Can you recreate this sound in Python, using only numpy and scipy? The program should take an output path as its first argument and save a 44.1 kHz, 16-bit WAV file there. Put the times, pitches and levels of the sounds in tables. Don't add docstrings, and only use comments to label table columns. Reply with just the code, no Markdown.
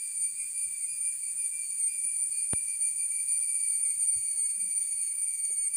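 import sys
import numpy as np
from scipy import signal
from scipy.fft import rfft, irfft, next_fast_len
from scipy.io import wavfile
from scipy.ndimage import uniform_filter1d, map_coordinates

SR = 44100
rng = np.random.default_rng(int(sys.argv[2]) if len(sys.argv) > 2 else 0)


def boost_factor(decibels):
    exponent = np.asarray(decibels, float) / 20
    return 10 ** exponent


def bounce(signal):
    frames = np.transpose(np.atleast_2d(signal))
    limited = np.clip(frames, -1, 1)
    pcm = np.round(limited * 32767).astype(np.int16)
    wavfile.write(sys.argv[1], SR, pcm)


N = 254016
TIME = np.arange(N) / SR


def unit(x):
    return x / np.sqrt(np.mean(x ** 2) + 1e-20)


def curves(rows):
    times, *columns = np.transpose(rows)
    return [np.interp(TIME, times, column) for column in columns]


def wobble(rate):
    knots = rng.standard_normal(1000)
    return map_coordinates(knots, [TIME * rate])


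def filtered(x, response):
    length = next_fast_len(N + SR // 2)
    hz = np.fft.rfftfreq(length, 1 / SR) + 1e-3
    return irfft(rfft(x, length) * response(hz), length)[:N]


def rush(response, patchy_db, size=512, span=(4, 14)):
    grains = signal.stft(rng.standard_normal(N + size), nperseg=size)[2]
    field = uniform_filter1d(rng.standard_normal(grains.shape), span[0], axis=0)
    field = uniform_filter1d(field, span[1], axis=1)
    noise = signal.istft(grains * boost_factor(patchy_db * unit(field)), nperseg=size)[1][:N]
    return unit(filtered(noise, response))


def spectrum(points):
    f, db = np.transpose(points)
    return lambda hz: boost_factor(np.interp(np.log(hz), np.log(f), db))


def band(hz, width):
    return lambda f: 1 / np.sqrt(1 + (2 * (f - hz) / width) ** 4)


def swelling(s, half):
    return np.exp(-((TIME - s) / half) ** 2)


# (frequency [Hz], level [dB])
AIR_COLOUR = [(60, -26), (200, -12), (500, -8), (1000, -12), (1900, -4.5), (2600, -2.5), (3200, -7),
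              (5400, -11), (7700, 1), (10700, -4.5), (12900, -3), (14000, -5), (14800, 11.5), (15500, 9)]
# (frequency [Hz], level [dB])
RUMBLE_COLOUR = [(25, -41), (60, -7), (110, -2.5), (200, -6), (350, -19), (700, -70)]


def air():
    rumble = boost_factor(-75.5 + 1.1 * wobble(4.02)) * rush(spectrum(RUMBLE_COLOUR), patchy_db=2.5)
    hiss = boost_factor(-51.8 + 0.87 * wobble(25)) * rush(spectrum(AIR_COLOUR), patchy_db=1.6)
    return hiss + rumble


# (time [s], level [dB])
CHORUS_LEVEL = [(0, -42), (.15, -39.5), (1.35, -36), (2.2, -34), (2.5, -34.5), (3.88, -32), (4.12, -34.5),
                (5.25, -35.5), (5.76, -39)]
# (frequency [Hz], width [Hz], level [dB])
CHORUS_BANDS = [(2336, 135, -21.5), (4613, 325, -28), (7070, 575, -22), (8470, 510, -13), (9204, 500, 0.5),
                (11570, 630, -30.5), (14900, 380, -56)]


def chorus():
    def resonances(f):
        return np.sqrt(sum((boost_factor(db) * band(hz, width)(f)) ** 2 for hz, width, db in CHORUS_BANDS))

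    level_db, = curves(CHORUS_LEVEL)
    blur = rush(resonances, patchy_db=3.3, size=2048, span=(2, 5))
    low_voices = filtered(blur, lambda f: f < 8900)
    low_db = -2.5 + 11 * np.exp(-TIME / 1.7)
    return boost_factor(level_db + 0.26 * wobble(6.35)) * (blur + (boost_factor(low_db) - 1) * low_voices)


# (time [s], half length [s], level [dB])
CRICKET_CALLS = [
    (.1, .15, -75),
    (.65, .18, -71),
    (1.4, .22, -72),
    (1.9, .1, -75),
    (3.4, .12, -76),
    (4.9, .2, -72),
]
# (time [s], half length [s], frequency [Hz], width [Hz], level [dB])
RASPS = [
    (2.69, .04, 6300, 900, -60),
    (4.79, .04, 6500, 900, -60),
]


def other_insects():
    calls = sum(boost_factor(db) * swelling(s, half) for s, half, db in CRICKET_CALLS)
    cricket = calls * boost_factor(-11 + 5 * wobble(30)) * rush(band(3500, 80), patchy_db=1.1)
    flutter_db = 2.8 * wobble(30) + 2.2 * wobble(60)
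    katydid = boost_factor(-67 + flutter_db) * rush(band(15200, 900), patchy_db=-1.0)
    chirps = boost_factor(-68.5) * rush(band(6350, 800), patchy_db=6, size=1024, span=(2, 3))
    out = cricket + katydid + chirps
    for s, half, hz, width, db in RASPS:
        out += boost_factor(db) * swelling(s, half) * rush(band(hz, width), patchy_db=1.1)
    return out


# (time [s], frequency [Hz], length [cycles], peak level [dB])
BUMPS = [(1.403, 290, 2.3, -66), (2.054, 200, 1.1, -62), (2.071, 315, 0.92, -58.5),
         (3.978, 130.3, 0.62, -59.5), (4.169, 104, .8, -48.5), (4.192, 109.7, 1.5, -56.5),
         (4.584, 190, 2.9, -61.5), (4.628, 191, 1.2, -56), (4.641, 207, 0.84, -54), (4.668, 182, 4.8, -59),
         (4.687, 209, 0.65, -56), (4.72, 430, 2.9, -71), (5.452, 6900, 3.7, -27.5), (5.29, 543, 6, -73),
         (5.506, 420, 0.64, -48), (5.511, 347, 1, -58.5)]


def bumps():
    out = np.zeros(N)
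    for s, hz, cycles, db in BUMPS:
        turns = (TIME - s) * hz
        out += boost_factor(db) * np.exp(-(turns / cycles) ** 2) * np.cos(2 * np.pi * turns + 5.0)
    return out


# (corner [Hz], Q [1])
LOW_CUT = [(75, 0.74), (75, 0.68)]


def knock():
    knock_s, knock_db = 2.53397, -18.7

    def response(f):
        step = SR / (2j * np.pi * f)
        delay_and_softening = np.exp(-2j * np.pi * f * knock_s - (f / 9000) ** 2)
        high_pass = np.prod([-f * f / (c * c - f * f + 1j * f * c / q) for c, q in LOW_CUT], axis=0)
        return step * delay_and_softening * high_pass

    return boost_factor(knock_db) * filtered(signal.unit_impulse(N), response)


def forest(x):
    t = np.arange(SR // 2) / SR
    tail = rng.standard_normal(len(t)) * boost_factor(-60 * t / 0.24)
    return signal.fftconvolve(x, tail / np.linalg.norm(tail))[:N]


def cicada(song, pulse, body, leap_db, sweep=0, chop=0):
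    hz, *levels = song
    leaping = np.clip((np.abs(np.gradient(hz)) * SR - 250) / 200, 0, 1)
    quiet_db = -leap_db * uniform_filter1d(uniform_filter1d(leaping, size=1100), size=1100)
    warble = 2 * np.pi * np.cumsum(18.3 + 5 * wobble(8)) / SR
    hz = hz + 1.9 * wobble(40)
    hz = hz + sweep * (signal.sawtooth(warble, .7) + .7 * wobble(12) + .9 * wobble(150))
    tone = 2 * np.pi * np.cumsum(hz) / SR
    beat = 2 * np.pi * np.cumsum(curves(pulse)[0] + 4 * wobble(30)) / SR
    out = np.zeros(N)
    for partials, db in zip(body, levels + [np.mean(levels, axis=0)]):
        for (harmonic, side), rel_db in partials.items():
            depth_db = 1.8 * (1 + .9 * (rel_db < 0))
            gain = boost_factor(db + rel_db + depth_db * wobble(32))
            out += gain * np.sin(harmonic * tone + side * beat + .5 * wobble(20))
    return np.sqrt(2) * boost_factor(quiet_db) * (1 - chop * np.cos(warble - .8)) * out


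def sung(ends, effort):
    hz, ring_db, octave_db, hum_db = curves(ends)
    swell_db, buzz_db = curves(effort)
    return [hz, ring_db + swell_db, buzz_db, octave_db, hum_db]


# (start [s], fundamental pitch [Hz])
SLIDER_NOTES = [(0.0, 2225), (0.15, 2292), (0.39, 2204), (0.57, 2305), (0.8, 2227), (0.99, 2310),
                (1.22, 2253), (1.41, 2323), (1.59, 2267), (1.79, 2221), (1.97, 2320), (2.14, 2284),
                (2.3, 2242), (2.49, 2326), (2.64, 2300), (2.79, 2265), (2.95, 2324), (3.1, 2297),
                (3.27, 2278), (3.42, 2326), (3.84, 2251), (3.99, 2296), (4.59, 2297), (5.17, 2296),
                (5.72, 2304)]
# (ring or 4th harmonic [dB], octave [dB], hum or fundamental [dB])
SLIDER_LEVELS = [(-58, -85, -76), (-37, -66, -63), (-39, -67, -59), (-34.5, -62.5, -73), (-32, -69, -62),
                 (-34, -68, -59.5), (-45, -65, -66), (-28.5, -62.5, -55.5), (-42, -59.5, -75),
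                 (-31, -65.5, -64), (-36, -62, -57), (-38.5, -64, -67), (-37, -58, -72),
                 (-33.5, -62, -57.5), (-41, -60, -54), (-26, -57.5, -63), (-32.5, -58.5, -58),
                 (-39, -61, -53.5), (-36, -58, -63.5), (-36.5, -58, -54), (-36.5, -60.5, -56),
                 (-33.5, -58, -61.5), (-35.5, -59.5, -60), (-36, -61.5, -57.5), (-39, -56.5, -54)]
# (time [s], leap length [s])
SLIDER_LEAP = [(0, .03), (.2, .13), (1.3, .11), (1.5, .075), (2.05, .07), (2.2, .03), (5.76, .025)]
# (time [s], ring swell [dB], buzz or strongest ring sideband [dB])
SLIDER_EFFORT = [(0, 4, -53), (.2, 1.5, -39), (1, -3, -41), (1.6, -1.5, -42), (2.3, 4.5, -50),
                 (2.7, -4.5, -46), (3.2, 3, -40), (3.5, 2.5, -55), (3.7, -1, -34.5), (4.1, 1, -35),
                 (4.28, -1.5, -40.5), (4.43, 3, -37), (4.62, -7, -31.5), (4.78, 8.5, -51),
                 (4.95, -4.5, -39), (5.2, -2, -40), (5.44, 1, -35.5), (5.76, 5, -34)]
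# (time [s], rate [1/s])
SLIDER_PULSE = [(0, 296), (2.8, 292), (3.6, 284), (4.1, 278), (5.76, 279)]
SLIDER_PARTIALS = [
    {(4, 0): 0, (4, 1): -19},
    {(4, -1): 0, (4, -2): -19, (4, -3): -29},
    {(2, 0): 0, (2, -1): -17, (2, 1): -18},
    {(1, 0): 0, (1, 1): -28},
    {(3, 0): -10, (3, -1): -30, (3, -2): -22, (3, -3): -32, (3, 2): -22, (5, 0): -17, (5, -1): -22, (6, 0): -26, (6, -1): -28},
]


def slider():
    slide_hz_per_s, floor_hz = 104, 2242
    ends = []
    next_starts = [s for s, _ in SLIDER_NOTES[1:]] + [N / SR]
    for (s, hz), following, db in zip(SLIDER_NOTES, next_starts, SLIDER_LEVELS):
        length = following - s - np.interp(s, *np.transpose(SLIDER_LEAP))
        is_long = length > .3
        fall = min(length, (hz - floor_hz) / slide_hz_per_s) * is_long
        low = hz - slide_hz_per_s * fall
        ends += [(s, hz, *db), (s + fall, low, *db), (s + length, low, *db)]
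    return cicada(sung(ends, SLIDER_EFFORT), SLIDER_PULSE, SLIDER_PARTIALS, leap_db=22, chop=.3)


# (start [s], fundamental pitch [Hz])
STEPPER_NOTES = [(0.03, 2377), (0.2, 2339), (0.36, 2412), (0.54, 2371), (0.7, 2342), (0.87, 2412),
                 (1.03, 2372), (1.21, 2337), (1.37, 2405), (1.52, 2365), (1.7, 2338), (1.87, 2400),
                 (2.03, 2361), (2.2, 2332), (2.32, 2397), (2.52, 2361), (2.68, 2388), (2.82, 2359),
                 (2.98, 2386), (3.12, 2361), (3.27, 2375), (3.45, 2383), (3.62, 2370), (3.82, 2379),
                 (3.98, 2363), (4.11, 2373), (4.27, 2362), (4.5, 2358)]
# (ring [dB], octave [dB], hum [dB])
STEPPER_LEVELS = [(-41.5, -60, -58.5), (-36.5, -60, -59.5), (-38.5, -64.5, -58), (-38, -59.5, -54.5),
                  (-38.5, -63, -56), (-38.5, -61, -57), (-38.5, -65, -54.5), (-37, -63, -62),
                  (-33, -68, -60.5), (-44.5, -61.5, -52), (-40, -64, -62), (-40, -59.5, -52.5),
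                  (-34, -65, -55), (-33, -74, -58), (-44, -63, -54), (-44, -65, -56), (-36.5, -65.5, -53.5),
                  (-41, -73, -53), (-38, -68, -57.5), (-39, -73, -55.5), (-36.5, -64, -57.5),
                  (-37.5, -71, -65), (-47, -73, -70), (-43.5, -66, -64.5), (-41, -78, -63),
                  (-41.5, -75, -67), (-48, -70, -72), (-42.5, -68.5, -65.5)]
# (time [s], ring swell [dB], buzz [dB])
STEPPER_EFFORT = [(0, -0.5, -52), (1.3, 0.5, -49), (2.5, -2, -54), (3.3, -1, -55), (4.3, 0, -58.5),
                  (5.76, -3, -55.5)]
# (time [s], rate [1/s])
STEPPER_PULSE = [(0, 260), (1.5, 268), (5.76, 266)]
STEPPER_PARTIALS = [
    {(4, 0): 0, (4, -1): -19},
    {(4, 1): 0, (4, 2): -10, (1, 1): -24, (2, 1): -30},
    {(2, 0): 0},
    {(1, 0): 0},
    {(3, 0): -7, (3, 1): -24, (3, -1): -16, (5, 0): -16, (5, -1): -22, (5, 1): -26, (6, 0): -30},
]
# (time [s], pitch sweep [Hz], amplitude chop [1])
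WARBLE_DEPTH = [(0, 0, 0), (3.35, 0, 0), (3.5, 8, .7), (4.2, 14, .8), (4.6, 28, .5), (5.76, 30, .5)]


def stepper():
    leap_s, sag_hz_per_s, longest_sag_s, fade_db_per_s = .04, 35, .2, 20
    ends = []
    note_ends = [s - leap_s for s, _ in STEPPER_NOTES[1:]] + [N / SR]
    for (s, hz), until, db in zip(STEPPER_NOTES, note_ends, np.array(STEPPER_LEVELS)):
        held = min(until - s, longest_sag_s)
        fade_db = fade_db_per_s * held / 2
        ends += [(s, hz, *db + fade_db), (until, hz - sag_hz_per_s * held, *db - fade_db)]
    sweep, chop = curves(WARBLE_DEPTH)
    return cicada(sung(ends, STEPPER_EFFORT), STEPPER_PULSE, STEPPER_PARTIALS, 17, sweep, chop)


def scene():
    near = stepper() + slider()
    singers = near + boost_factor(-10.0) * forest(near)
    background = chorus() + other_insects() + air()
    return (singers + background + bumps() + knock())[None]


def low_pass(x):
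    return signal.sosfilt(signal.butter(12, 16850, fs=SR, output="sos"), x)


def record(dry):
    mix = filtered(dry[0], lambda f: f < 15490)[None]
    return low_pass(mix)


dry = scene()
out = record(dry)
bounce(out)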